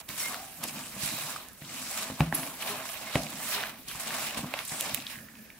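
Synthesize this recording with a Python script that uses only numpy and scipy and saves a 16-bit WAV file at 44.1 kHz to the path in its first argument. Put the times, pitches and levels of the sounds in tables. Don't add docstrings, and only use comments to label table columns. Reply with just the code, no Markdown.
import sys
import numpy as np
from scipy import signal
from scipy.fft import rfft, irfft, next_fast_len
from scipy.io import wavfile

SR = 44100
rng = np.random.default_rng(int(sys.argv[2]) if len(sys.argv) > 2 else 0)


def unload_audio(sound):
    columns = np.transpose(np.atleast_2d(sound))
    steps = np.round(np.clip(columns, -1, 1) * 32767)
    wavfile.write(sys.argv[1], SR, steps.astype(np.int16))


def magnitude_from_level(level_db):
    exponent = np.asarray(level_db, float) / 20
    return 10 ** exponent


N = 246846

# [f/Hz, density/dB per Hz]
ROOM_TONE = [(15, -43), (25, 6.5), (95, -10), (238, -5), (288, -10), (339, -12.5), (1250, -20),
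             (1680, -15.5), (3810, -30.5), (15200, -16.5), (16500, -41)]
ROOM_TONE_DB = -52.5
# [f/Hz, share/1]
COMMON_SHARE = [(100, 0.98), (250, 0.57), (500, 0.82), (1000, 0.81), (2000, 0.65), (4000, 0.092),
                (8000, 0.074), (14000, 0.25)]
# [f/Hz, left-right/dB]
LEAN = [(60, 3.5), (110, -1), (200, -1.5), (380, 1.5), (700, -1), (1290, -1.5), (2380, -3.5), (4400, 1),
        (8120, -2), (15000, -6)]
RIGHT_LAG_SAMPLES = 2
KITCHEN_DECAY_SCALE_S, KITCHEN_DB = 0.93, -14.5

# [f/Hz, level/dB, t60/s]
HANDLE_MODES = [(2132, 1, .2), (5630, -1, .045), (9920, -6, .02), (10900, -8, .02), (13100, -9, .015),
                (15500, -7, .012)]
# [t/s, rise/s, fall/s, level/dB, high modes/dB]
HANDLE_BRUSHES = [
    (.2, .01, 0.066, -40.5, 4),
    (.255, 0.04, 0.02, -35.5, -16),
    (3.07, 0.022, 0.031, -45.5, -16),
]
# [t/s, rise/s, fall/s, level/dB]
RIM_FLICKS = [
    (2.347, 0.0047, 0.024, -14.5),
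    (2.42, 0.15, 0.11, -31),
]
# [f/Hz, width/Hz, level/dB]
RIM_RESONANCES = [(10800, 2200, 0), (14800, 900, -6)]

# [t/s, rise/s, fall/s, level/dB]
ROCKS = [
    (2.28, 0.044, 0.069, -32.5),
    (2.39, .02, 0.027, -40),
]
ROCKING_HZ = 161
# [f/Hz, width/Hz, [t/s, rise/s, fall/s, level/dB]]
HELD_MODES = [
    (413.7, 12, [(2.69, 0.023, 0.099, -42.5), (3.56, 0.038, 0.077, -49.5)]),
    (267, 96, [(2.335, 0.007, 0.22, -42), (4.44, 0.0103, 0.031, -37)]),
    (378, 100, [(3.158, .004, 0.049, -38.5)]),
    (1060, 440, [(1.3, 0.1, .08, -48)]),
    (640, 280, [(3.162, 0.0087, 0.17, -39.5), (2.215, .01, 0.055, -39)]),
    (753, 150, [(.34, 0.08, 0.3, -47.5)]),
    (1080, 250, [(.33, .1, 0.084, -44)]),
    (1680, 360, [(1.5, 0.085, .12, -60.5), (5.14, 0.056, 0.23, -54.5), (5.5, 0.67, .6, -65)]),
    (220, 42, [(5.17, 0.04, 0.15, -52), (5.43, 0.27, 0.032, -54)]),
]
# [f/Hz, level/dB, t60/s]
BOWL_MODES = [(64, -22.5, .2), (155, -3.5, .11), (132, -14, .05), (218, -13, .1), (255, -12, .1),
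              (297, -17, .08), (524, -22, .06), (560, -23, .05), (640, -18, .06), (770, -22, .04),
              (960, -22, .03), (1130, -24, .03), (1700, -28, .015), (2300, -26, .012)]
# [t/s, peak/dB, hardness/dB, weight on worktop/dB]
KNOCKS = [(0.092, -32, -10, -3), (0.964, -30.5, 11.5, -15), (1.031, -25.5, -8, -2), (1.617, -37, 9, -3),
          (2.099, -28, 17.5, -16), (2.117, -23, -6, -13), (2.195, -40, 5, -8), (2.2031, -12, -5, 6.5),
          (2.2168, -20.5, -16, 7), (2.326, -14.5, -7, -20), (3.153, -9.5, 2, -7), (3.181, -22, -26, -2),
          (3.882, -43, -12, 0), (3.949, -37, -12, 2), (4.371, -25, 14, -29), (4.389, -30, 21.5, -18),
          (4.4414, -20.5, -3, -31), (4.471, -28, -4, -22), (4.537, -37, 13, -9), (4.717, -36.5, 0, 5),
          (4.932, -33, 2, 0.5)]
GRIP_DAMPING = 0.57

# [f/Hz, width/Hz, [t/s, rise/s, fall/s, level/dB]]
FILMS = [
    (8400, 2900, [(.684, 0.016, 0.027, -42), (.86, .15, 0.097, -49), (1.95, 0.3, .15, -49), (3.47, 0.14, .04, -46), (4.38, .01, 0.024, -39), (4.68, 0.011, .05, -38.5), (4.77, 0.13, 0.11, -42)]),
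    (3900, 630, [(1.1, .1, .3, -45), (3.55, .03, .06, -44), (3.89, .01, .02, -51)]),
    (10500, 1800, [(.205, .015, .06, -41), (.285, .03, .04, -44)]),
    (12900, 7700, [(2.9, .015, .05, -45), (3.528, .01, .055, -37), (6.8, .025, .03, -45), (4.59, 0.033, .04, -44), (1.628, .012, .015, -50), (0.595, .12, .05, -50), (4.47, .1, .1, -51), (2.78, .06, .08, -46), (3.8, .05, .04, -51), (3.61, .04, .09, -53)]),
    (2100, 1700, [(4.6, .06, 0.079, -50), (2.355, .015, .03, -50), (1.2, 0.073, 0.068, -59), (5.13, .05, .06, -50)]),
    (5000, 4200, [(5.38, .4, 0.7, -62.5), (3.79, .1, .1, -63), (1.5, .08, .08, -61)]),
    (2500, 350, [(5.45, 0.23, .3, -64)]),
    (1680, 200, [(5.4, 0.22, 0.46, -63), (0.51, 0.18, 0.18, -64)]),
    (700, 150, [(.48, .2, 0.18, -59)]),
]
# [t/s, peak/dB, f/Hz, ring width over pitch/1, left-right/dB]
SNAPS = [(.1915, -30, 5650, .3, -2), (.2477, -28, 9000, 1.2, -1), (.2845, -22, 10500, .5, 0),
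         (0.3444, -25, 4500, 0.46, -1), (.6307, -29, 11500, .5, -3), (.6364, -21, 4500, 1.6, -1),
         (0.639, -26, 11500, 0.33, -5), (0.639, -19.5, 11400, 0.27, -13), (0.6398, -20.5, 5000, 1.7, 3),
         (.6443, -30, 11000, .4, -3), (.6525, -33, 497, 0.92, 0), (.6787, -30, 6500, .8, 0),
         (0.686, -28, 4500, 1, 0), (.7917, -25, 9000, 1.2, 0), (1.486, -35, 8800, 0.3, -16),
         (1.5328, -35, 12500, 0.62, -12), (1.584, -41, 10600, .4, -6), (1.622, -37, 1700, .5, 0),
         (2.3255, -19, 1710, 0.32, -5), (3.2344, -25, 7800, .5, -4), (3.3037, -22.5, 11300, 0.82, -7),
         (4.6515, -26, 12500, .4, -9), (4.7233, -32, 850, 0.64, -1), (4.8082, -13, 9000, 1.8, -4),
         (4.8095, -11, 8500, 1.2, -4), (4.8095, -12, 13500, .7, -5), (4.539, -34, 4200, 0.76, -7),
         (3.6365, -26, 3600, .9, 0), (3.95, -37.5, 990, 0.36, 0), (3.915, -34, 2200, .5, 0),
         (2.745, -33, 13000, .8, -2), (4.3737, -26, 2500, 0.53, -1), (.838, -32, 9000, .5, 2),
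         (.8685, -31, 9500, 0.44, 2), (2.2064, -19, 2300, 0.42, 0), (4.8093, -21, 3020, 0.37, -4),
         (4.9417, -27, 11500, .5, -8), (4.954, -32, 2300, .4, -4), (5.204, -43, 1750, .3, -5)]
# [t/s, peak/dB, f/Hz, ring width over pitch/1]
MORE_SNAPS = [(2.2073, -22.5, 3900, 1.1), (3.891, -34, 3150, 0.11), (3.897, -38, 3100, .15),
              (3.908, -39, 3400, .2), (3.9135, -35, 1400, .6), (3.919, -35, 2500, .6),
              (4.6497, -36, 11000, 1.2), (4.6535, -36, 4000, .3), (4.6573, -30, 8000, 1.5),
              (4.3812, -34, 1300, 0.7), (3.1572, -23, 666, 0.21), (3.17, -27, 700, .35),
              (4.9459, -24, 7300, 1.1), (4.9423, -30, 13000, .6)]
# [t/s, peak/dB, f/Hz, crack over pocket/dB, left-right/dB]
POPS = [(0.09, -25.5, 2920, -1, -4), (0.344, -26.5, 1210, -5, -1.1), (0.6394, -24, 2420, -6, 1),
        (0.6874, -28, 3560, -8, 6), (1.486, -55, 1730, 15, -13), (2.4324, -27, 1720, -10.5, -1.5),
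        (3.2345, -25, 3900, -5, -3), (3.6368, -23, 1400, -18, -5), (3.8845, -32.5, 4200, -10, 20),
        (4.1067, -23, 1590, -11, 0), (4.373, -40, 1150, 7, 2), (4.539, -19, 1680, -14, -8),
        (4.59, -21, 2040, -24, -10), (4.6957, -26, 3580, -9, -5), (4.8096, -34, 3070, 0, -2),
        (4.9459, -18, 2600, 4, -12), (5.002, -29, 2660, -12, 3)]
POP_BREADTH, BREADTH_PER_DB = 1.05, .006
# [t/s, peak/dB, f/Hz, left-right/dB]
THREADS = [(0.102, -35, 1950, -2), (0.334, -35, 1820, 2.1), (0.63, -40, 1208, -1), (0.7914, -40, 1790, -1),
           (0.8384, -37, 2590, 2), (0.8685, -40, 2730, 12), (1.3616, -29.5, 1150, -4),
           (1.6496, -36.5, 3700, -.6), (3.267, -32, 2500, -11), (4.562, -40, 2230, -3.5),
           (4.9765, -33, 2300, -4), (5.0674, -23, 3570, 2), (5.098, -38, 2500, -3), (5.1562, -36, 1940, -5),
           (5.187, -40, 1690, -12), (5.286, -40.5, 1760, -6), (5.354, -43, 2380, -2.5),
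           (5.5023, -37.5, 2070, -5)]
# [t/s, peak/dB, f/Hz, crack/dB, left-right/dB]
SLAPS = [
    (2.2063, -21.5, 1820, -20, 8),
    (2.326, -36, 1600, -24, -7),
    (3.1557, -14.5, 1970, -37, -3),
]
# [t/s, peak/dB, left-right/dB]
TICKS = [
    (0.6414, -23, -6),
    (4.6529, -27, -11),
]
# [t/s, peak/dB, f/Hz]
SMACKS = [
    (2.2056, -14.5, 665),
    (2.325, -21.5, 617),
    (3.156, -17.5, 560),
    (4.373, -30, 700),
    (4.4435, -29.5, 640),
    (4.539, -23, 626),
]

# [t of peak speed/s, rise/s, fall/s, level/dB]
SLIDES = [(0.003, 0.82, 0.019, -44.5), (0.088, 0.0071, 0.92, -46), (0.201, 0.05, 0.22, -37),
          (0.634, 0.014, 0.6, -47.5), (1.032, 0.086, 0.32, -36.5), (1.276, 0.68, 0.21, -42),
          (1.778, 0.19, 0.566, -43.5), (2.002, 0.29, 0.2, -38), (2.194, 0.036, 0.1, -46.5),
          (2.345, 0.012, 0.4, -42.5), (2.694, 0.16, 0.12, -40.5), (2.879, 0.17, 0.67, -45.5),
          (3.154, 0.028, 0.24, -41), (3.54, 0.25, 0.06, -36.5), (3.657, 0.88, 0.11, -52.5),
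          (3.88, 0.0041, 0.34, -46), (4.003, 0.018, 0.071, -39.5), (4.234, 0.37, 0.18, -38.5),
          (4.374, 0.0069, 0.094, -42), (4.818, 0.37, 0.3, -39.5), (5.111, 0.084, 0.19, -50.5)]
# [topmost hiss/dB, left-right/dB]
SLIDE_COLOUR = [(-3, -4), (1, -1), (0, 2.5), (1.5, 1), (-4, -2.5), (-0.5, 0.5), (-1.5, 1), (-4.5, 0.5),
                (0, 0), (2, 1), (1.5, 1.5), (-0.5, -1), (-6, -1), (0.5, -0.5), (4, 0.5), (0.5, 0), (-6, 0),
                (-1, 0.5), (0, -0.5), (-2, 0.5), (3.5, -2.5)]
# [t of peak force/s, rise/s, fall/s, level/dB, wetness/dB]
FOLDS = [(-0.033, 0.012, 0.064, -42.5, -12), (0.099, 0.021, 0.086, -48, 0),
         (0.295, 0.19, 0.23, -45.5, -1.5), (0.631, 0.043, 0.08, -45, -0.5), (0.777, 0.11, 0.22, -48, 0),
         (1.33, 0.6, 0.19, -46, -0.5), (1.702, 0.1, 0.9, -53.5, 4.5), (2.016, 0.16, 0.22, -43, -3),
         (2.206, 0.028, 0.11, -38.5, -7), (2.329, 0.025, 0.4, -42, -4.5), (2.685, 0.11, 0.34, -39.5, -2.1),
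         (3.15, 0.0047, 0.076, -38, -4), (3.167, 0.48, 0.032, -46, 2.5), (3.543, 0.026, 0.12, -48.5, 14.5),
         (3.626, 0.57, 0.18, -41.5, -0.1), (3.905, 0.032, 0.087, -52, 5.5), (4.154, 0.25, 0.49, -41, 1),
         (4.374, 0.013, 0.037, -40.5, 4), (4.594, 0.22, 0.068, -42.5, -0.5),
         (4.737, 0.047, 0.065, -41.5, -2.5), (4.875, 0.14, 0.16, -40, -3), (5.13, 0.38, 0.066, -56.5, 7.5)]
# [t of peak weight/s, rise/s, fall/s, level/dB]
SHIFTS = [(0.088, 0.0087, 0.64, -52), (0.628, 0.079, 0.49, -46.5), (1.033, 0.21, 0.53, -47),
          (1.619, 0.0079, 0.66, -48.5), (2.103, 0.019, 0.068, -41), (2.21, 0.02, 0.096, -32.5),
          (2.527, 0.663, 0.018, -52.5), (3.16, 0.0067, 0.16, -33.5), (3.478, 0.65, 0.022, -50),
          (3.801, 0.049, 0.021, -52), (3.96, 0.13, 0.86, -57), (4.449, 0.17, 0.076, -40),
          (5.011, 0.54, 0.11, -48.5), (5.162, 0.038, 0.26, -50.5), (5.439, 0.11, 0.02, -66)]
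# [t/s, rise/s, fall/s, level/dB]
TEARS = [(.686, 0.014, 0.026, -43), (2.28, .06, 0.077, -52), (2.5, 0.069, 0.031, -59),
         (2.625, 0.038, 0.019, -37), (2.674, .006, .07, -38), (3.524, .004, .06, -36),
         (2.8, .008, 0.018, -57), (.64, .012, .03, -40.5), (5.1, .004, 0.015, -57), (3.7, .03, 0.021, -46),
         (1.616, .004, .04, -52), (1.45, .08, .1, -62), (5.16, .04, 0.088, -60)]
SETTLING_DB = -64
SWELL_DB, SWELL_ROUNDNESS = 20, 1.4
SLIDE_IN_WALL_DB, SLIDE_IN_SQUELCH_DB, FOLD_IN_HISS_DB = -12, -5, -9.5
FOLD_IN_DRAG_DB, DRAG_DB = -7.5, 6
# [f/Hz, density/dB per Hz]
SMEAR_SPECTRUM = [(190, -37), (330, -6), (370, -8.5), (408, -18.5), (473, -7), (689, -0.5), (1160, -4.5),
                  (2770, -3.5), (3370, -16), (3780, -3), (14200, -7), (15700, -15), (16500, -35)]
# [f/Hz, width/Hz, gain/dB]
HOLLOW = [(418, 106, -3), (634, 63, 3.5), (1113, 244, 4), (1670, 88, 2), (2390, 580, 2.5), (3850, 340, 2.5),
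          (6300, 520, -2), (7930, 630, 1.5), (10400, 3600, 1)]


def rms_one(x):
    return x / np.sqrt(np.mean(x ** 2) + 1e-20)


def sides(left_right_db):
    return magnitude_from_level(left_right_db / 2 * np.array([[1], [-1]]))


def at_hz(points, hz):
    table = np.array(points)
    return np.interp(np.log(hz), np.log(table[:, 0]), table[:, 1])


def high_pass(x, order, hz):
    return signal.sosfilt(signal.butter(order, hz, "high", fs=SR, output="sos"), x)


def soft(x, hz):
    r = np.exp(-2 * np.pi * hz / SR)
    return signal.lfilter([(1 - r) ** 2], [1, -2 * r, r * r], x)


def resonate(x, hz, width_hz):
    r = np.exp(-np.pi * width_hz / SR)
    poles = [1, -2 * r * np.cos(2 * np.pi * hz / SR), r * r]
    return signal.lfilter([(1 - r * r) / 2, 0, (r * r - 1) / 2], poles, x)


def resonate_twice(x, hz, width_hz):
    return resonate(resonate(x, hz, width_hz), hz, width_hz)


def ring(clicks, hz, t60_s):
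    r = magnitude_from_level(-60 / (t60_s * SR))
    w = 2 * np.pi * hz / SR
    return signal.lfilter([0, np.sin(w)], [1, -2 * r * np.cos(w), r * r], clicks + 1e-18)


def drift(rate_hz):
    r = np.exp(-16 * np.pi * rate_hz / SR)
    slow = signal.lfilter([1], [1, -2 * r, r * r], rng.standard_normal(N // 8 + 4002))[4000:]
    return np.interp(np.arange(N) / 8, np.arange(len(slow)), rms_one(slow))


def slips(per_s, spread_db, length_s):
    happens = rng.random(N) < per_s / SR
    sizes = magnitude_from_level(spread_db * np.minimum(rng.exponential(1, N), 5)) * happens
    return rms_one(signal.lfilter([1], [1, -np.exp(-1 / (length_s * SR))], sizes))


def swells(rows, extra=False):
    t, power = np.arange(0, N + 32, 32) / SR, 1e-12
    for peak_s, rise_s, fall_s, level_db, *more_db in rows:
        away = np.maximum((peak_s - t) / max(rise_s, .002), (t - peak_s) / max(fall_s, .002))
        power = power + magnitude_from_level(2 * (level_db + extra * sum(more_db) - SWELL_DB * away ** SWELL_ROUNDNESS))
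    return np.interp(np.arange(N) / SR, t, power)


def two_ears(x):
    size = next_fast_len(N + 64)
    turn = np.exp(-2j * np.pi * np.arange(size // 2 + 1) / size * RIGHT_LAG_SAMPLES)
    late = irfft(rfft(x, size) * turn, size)
    return np.array([x, late[:N]])


def banded(excite, spectrum, low_hz, level_db, patchy_db):
    out = np.zeros((2, N))
    edges = np.geomspace(low_hz, 16500, round(2.3 * np.log2(16500 / low_hz)))
    white = excite * rng.standard_normal((2, 3, N))
    common = [two_ears(w[0]) for w in white]
    own = [w[1:] for w in white]
    for k, (low, high) in enumerate(zip(edges, edges[1:])):
        hz = np.sqrt(low * high)
        share = np.clip(at_hz(COMMON_SHARE, hz), 0, 1)
        mixed = np.sqrt(share) * common[k % 2] + np.sqrt(1 - share) * own[k % 2]
        band = signal.sosfilt(signal.butter(2, [low, high], "band", fs=SR, output="sos"), mixed)
        gain = magnitude_from_level(at_hz(spectrum, hz)) * sides(at_hz(LEAN, hz))
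        out += gain * magnitude_from_level(level_db(hz) + patchy_db * drift(18.6)) * band
    return out


def room_tone():
    return magnitude_from_level(ROOM_TONE_DB) * rms_one(banded(1, ROOM_TONE, 25.4, lambda hz: 0, patchy_db=-2.5))


def kitchen(x):
    size = next_fast_len(N + SR // 2)
    hz = np.arange(size // 2 + 1) * SR / size
    heard, out = rfft(x, size), np.zeros((2, size // 2 + 1), complex)
    low_cut = hz ** 2 / (hz ** 2 + 900 ** 2)
    for k, lag_s in enumerate(rng.uniform(.008, .035, 12)):
        loss = magnitude_from_level(-60 * lag_s / KITCHEN_DECAY_SCALE_S * (4.0 + hz / 9000))
        loop = loss * np.exp(-2j * np.pi * hz * lag_s)
        out[k % 2] += heard * loop / (1 - loop) * (-1) ** (k // 2) * low_cut
    return irfft(out, size)[:, :N]


def handle():
    rub, out = rng.standard_normal(N), np.zeros(N)
    for k, (hz, mode_db, t60_s) in enumerate(HANDLE_MODES):
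        force = rub * magnitude_from_level(mode_db) * np.sqrt(swells(HANDLE_BRUSHES, extra=k > 0))
        out += ring(force, hz, t60_s) / np.sqrt(t60_s * SR / 28)
    return out


def rim_flick():
    grain = rms_one(1.5 + slips(400, 3.5, 0.0025))
    rasp = rng.standard_normal((2, N)) * grain * np.sqrt(swells(RIM_FLICKS))
    return sum(magnitude_from_level(gain_db) * resonate_twice(rasp, hz, width_hz) for hz, width_hz, gain_db in RIM_RESONANCES)


def rocking():
    return np.sqrt(2 * swells(ROCKS)) * np.sin(2 * np.pi * ROCKING_HZ * np.arange(N) / SR)


def creak():
    rub = rng.standard_normal(N)
    return sum(np.sqrt(swells(rows)) * rms_one(resonate_twice(rub, hz, width_hz))
               for hz, width_hz, rows in HELD_MODES)


def bowl(drag_db):
    table = np.array(KNOCKS)
    peak_db, hardness_db, weight_db = table[:, 1], table[:, 2], table[:, 3]
    at = np.round((table[:, 0] + .002) * SR).astype(int)
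    luck = rng.standard_normal((len(table), len(BOWL_MODES)))
    shake = rng.standard_normal(N) * rms_one(1.2 + slips(90, 3.9, 0.008)) * magnitude_from_level(drag_db)
    drag, knocks = np.zeros(N), np.zeros(N)
    for k, (hz, level_db, t60_s) in enumerate(BOWL_MODES):
        worktop = k < 3
        clicks = np.zeros(N)
        reach_db = hardness_db * np.log2(hz / 150) / 3 + weight_db * worktop
        clicks[at] = magnitude_from_level(peak_db + level_db + reach_db + 2 * luck[:, k])
        knocks += ring(clicks, hz, (.85 if worktop else GRIP_DAMPING) * t60_s)
        drag += magnitude_from_level(level_db - 14.4 * worktop) * ring(shake, hz, 0.99 * t60_s)
    drag = high_pass(drag, 4, 120)
    return magnitude_from_level(-20) * soft(drag, 580) + magnitude_from_level(-3.0) * soft(knocks, 2500)


def films():
    common, left, right = rng.standard_normal((3, N)) * rms_one(1.5 + .6 * slips(300, 4.3, .002))
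    rub = 0.71 * common + np.array([left, right])
    return sum(np.sqrt(swells(rows)) * rms_one(resonate_twice(rub, hz, width_hz))
               for hz, width_hz, rows in FILMS)


def snaps():
    out, click = np.zeros((2, N)), np.arange(600) == 0
    for s, peak_db, hz, breadth, pan_db in SNAPS + [(*row, -2) for row in MORE_SNAPS]:
        sound = resonate_twice(-1. * click, hz, np.clip(breadth, .1, 2.5) * hz)
        i = round(s * SR)
        out[:, i:i + len(click)] += magnitude_from_level(peak_db) * sides(pan_db) * sound / np.abs(sound).max()
    return out


def all_bursts():
    large = [(*row, POP_BREADTH + BREADTH_PER_DB * row[3]) for row in POPS]
    threads = [(s, db, hz / 1.02, -26, pan_db, 0.33) for s, db, hz, pan_db in THREADS]
    slaps = [(*row, 0.69) for row in SLAPS]
    ticks = [(s, db, 8000, -7, pan_db, 1.8) for s, db, pan_db in TICKS]
    smacks = [(s, db, hz, -14, 0, 0.72) for s, db, hz in SMACKS]
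    return large + threads + slaps + ticks + smacks


def pops():
    out, t = np.zeros((2, N)), np.arange(900) / SR
    for s, peak_db, hz, crack_db, pan_db, breadth in all_bursts():
        scatter = rng.standard_normal(len(t)) * np.exp(-t / .0024) * np.minimum(t / .0007, 1)
        snap = (t == 0) + .12 * scatter
        width_hz = np.clip(breadth, .15, 2.5) * hz
        pocket = resonate(resonate(snap, hz, width_hz), 1.1 * hz, 1.3 * width_hz)
        pocket = high_pass(pocket, 2, .75 * hz)
        crack = high_pass(snap, 2, 1.8 * hz)
        sound = magnitude_from_level(peak_db + 1.0) * (pocket / np.abs(pocket).max() + magnitude_from_level(crack_db + 12.5) * crack)
        i = round(s * SR)
        out[:, i:i + len(t)] += (sound * sides(pan_db))[:, :N - i]
    return out


def kneading():
    slide, shift = swells(SLIDES), swells(SHIFTS)
    fold, wet = swells(FOLDS), swells(FOLDS, extra=True)
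    torn = swells(TEARS) + magnitude_from_level(2 * SETTLING_DB)
    drag = magnitude_from_level(2 * DRAG_DB) * (shift + magnitude_from_level(2 * FOLD_IN_DRAG_DB) * fold)
    wall = fold + magnitude_from_level(2 * SLIDE_IN_WALL_DB) * slide + magnitude_from_level(-18) * torn
    squelch = wet + magnitude_from_level(2 * SLIDE_IN_SQUELCH_DB) * slide + torn
    hiss = slide + magnitude_from_level(2 * FOLD_IN_HISS_DB) * wet + magnitude_from_level(-10) * torn
    return 10 * np.log10([drag, wall, squelch, hiss])


def slide_colour(column):
    rows = [(*row, colour[column]) for row, colour in zip(SLIDES, SLIDE_COLOUR)]
    return 10 * np.log10(swells(rows, extra=True) / swells(rows))


def smear(wall_db, squelch_db, hiss_db):
    tearing = rms_one(1.94 + .5 * slips(500, 3.5, 0.0014) + 0.28 * slips(40, 0.61, 0.0043))
    levels = np.array([wall_db, squelch_db, hiss_db, hiss_db + slide_colour(column=0)])

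    def level_db(hz):
        place = np.interp(np.log(hz), np.log([900, 2600, 8000, 13500]), [0, 1, 2, 3])
        k = min(int(place), 2)
        blend = levels[k] + (place - k) * (levels[k + 1] - levels[k])
        return blend + [-30, -31, -33, -34][round(place)] + 44.5

    out = banded(tearing, SMEAR_SPECTRUM, 304.0, level_db, patchy_db=1.5)
    for hz, width_hz, gain_db in HOLLOW:
        out = out + (magnitude_from_level(gain_db) - 1) * resonate(out, hz, width_hz)
    return out * sides(slide_colour(column=1))


def scene():
    drag_db, wall_db, squelch_db, hiss_db = kneading()
    body = bowl(drag_db) + creak() + rocking()
    bursts = pops() + snaps() + rim_flick()
    near = two_ears(body) + two_ears(handle()) * sides(-3) + bursts
    echo = magnitude_from_level(KITCHEN_DB) * kitchen(near.mean(axis=0))
    return near + echo + smear(wall_db, squelch_db, hiss_db) + room_tone() + films()


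def roll_off(x):
    return signal.sosfilt(signal.butter(12, 15810, fs=SR, output="sos"), x)


def record(dry):
    x = high_pass(dry, 3, 58)
    x = signal.sosfilt(signal.ellip(10, .5, 55, 15760, fs=SR, output="sos"), x)
    return roll_off(x)


dry = scene()
out = record(dry)
unload_audio(out)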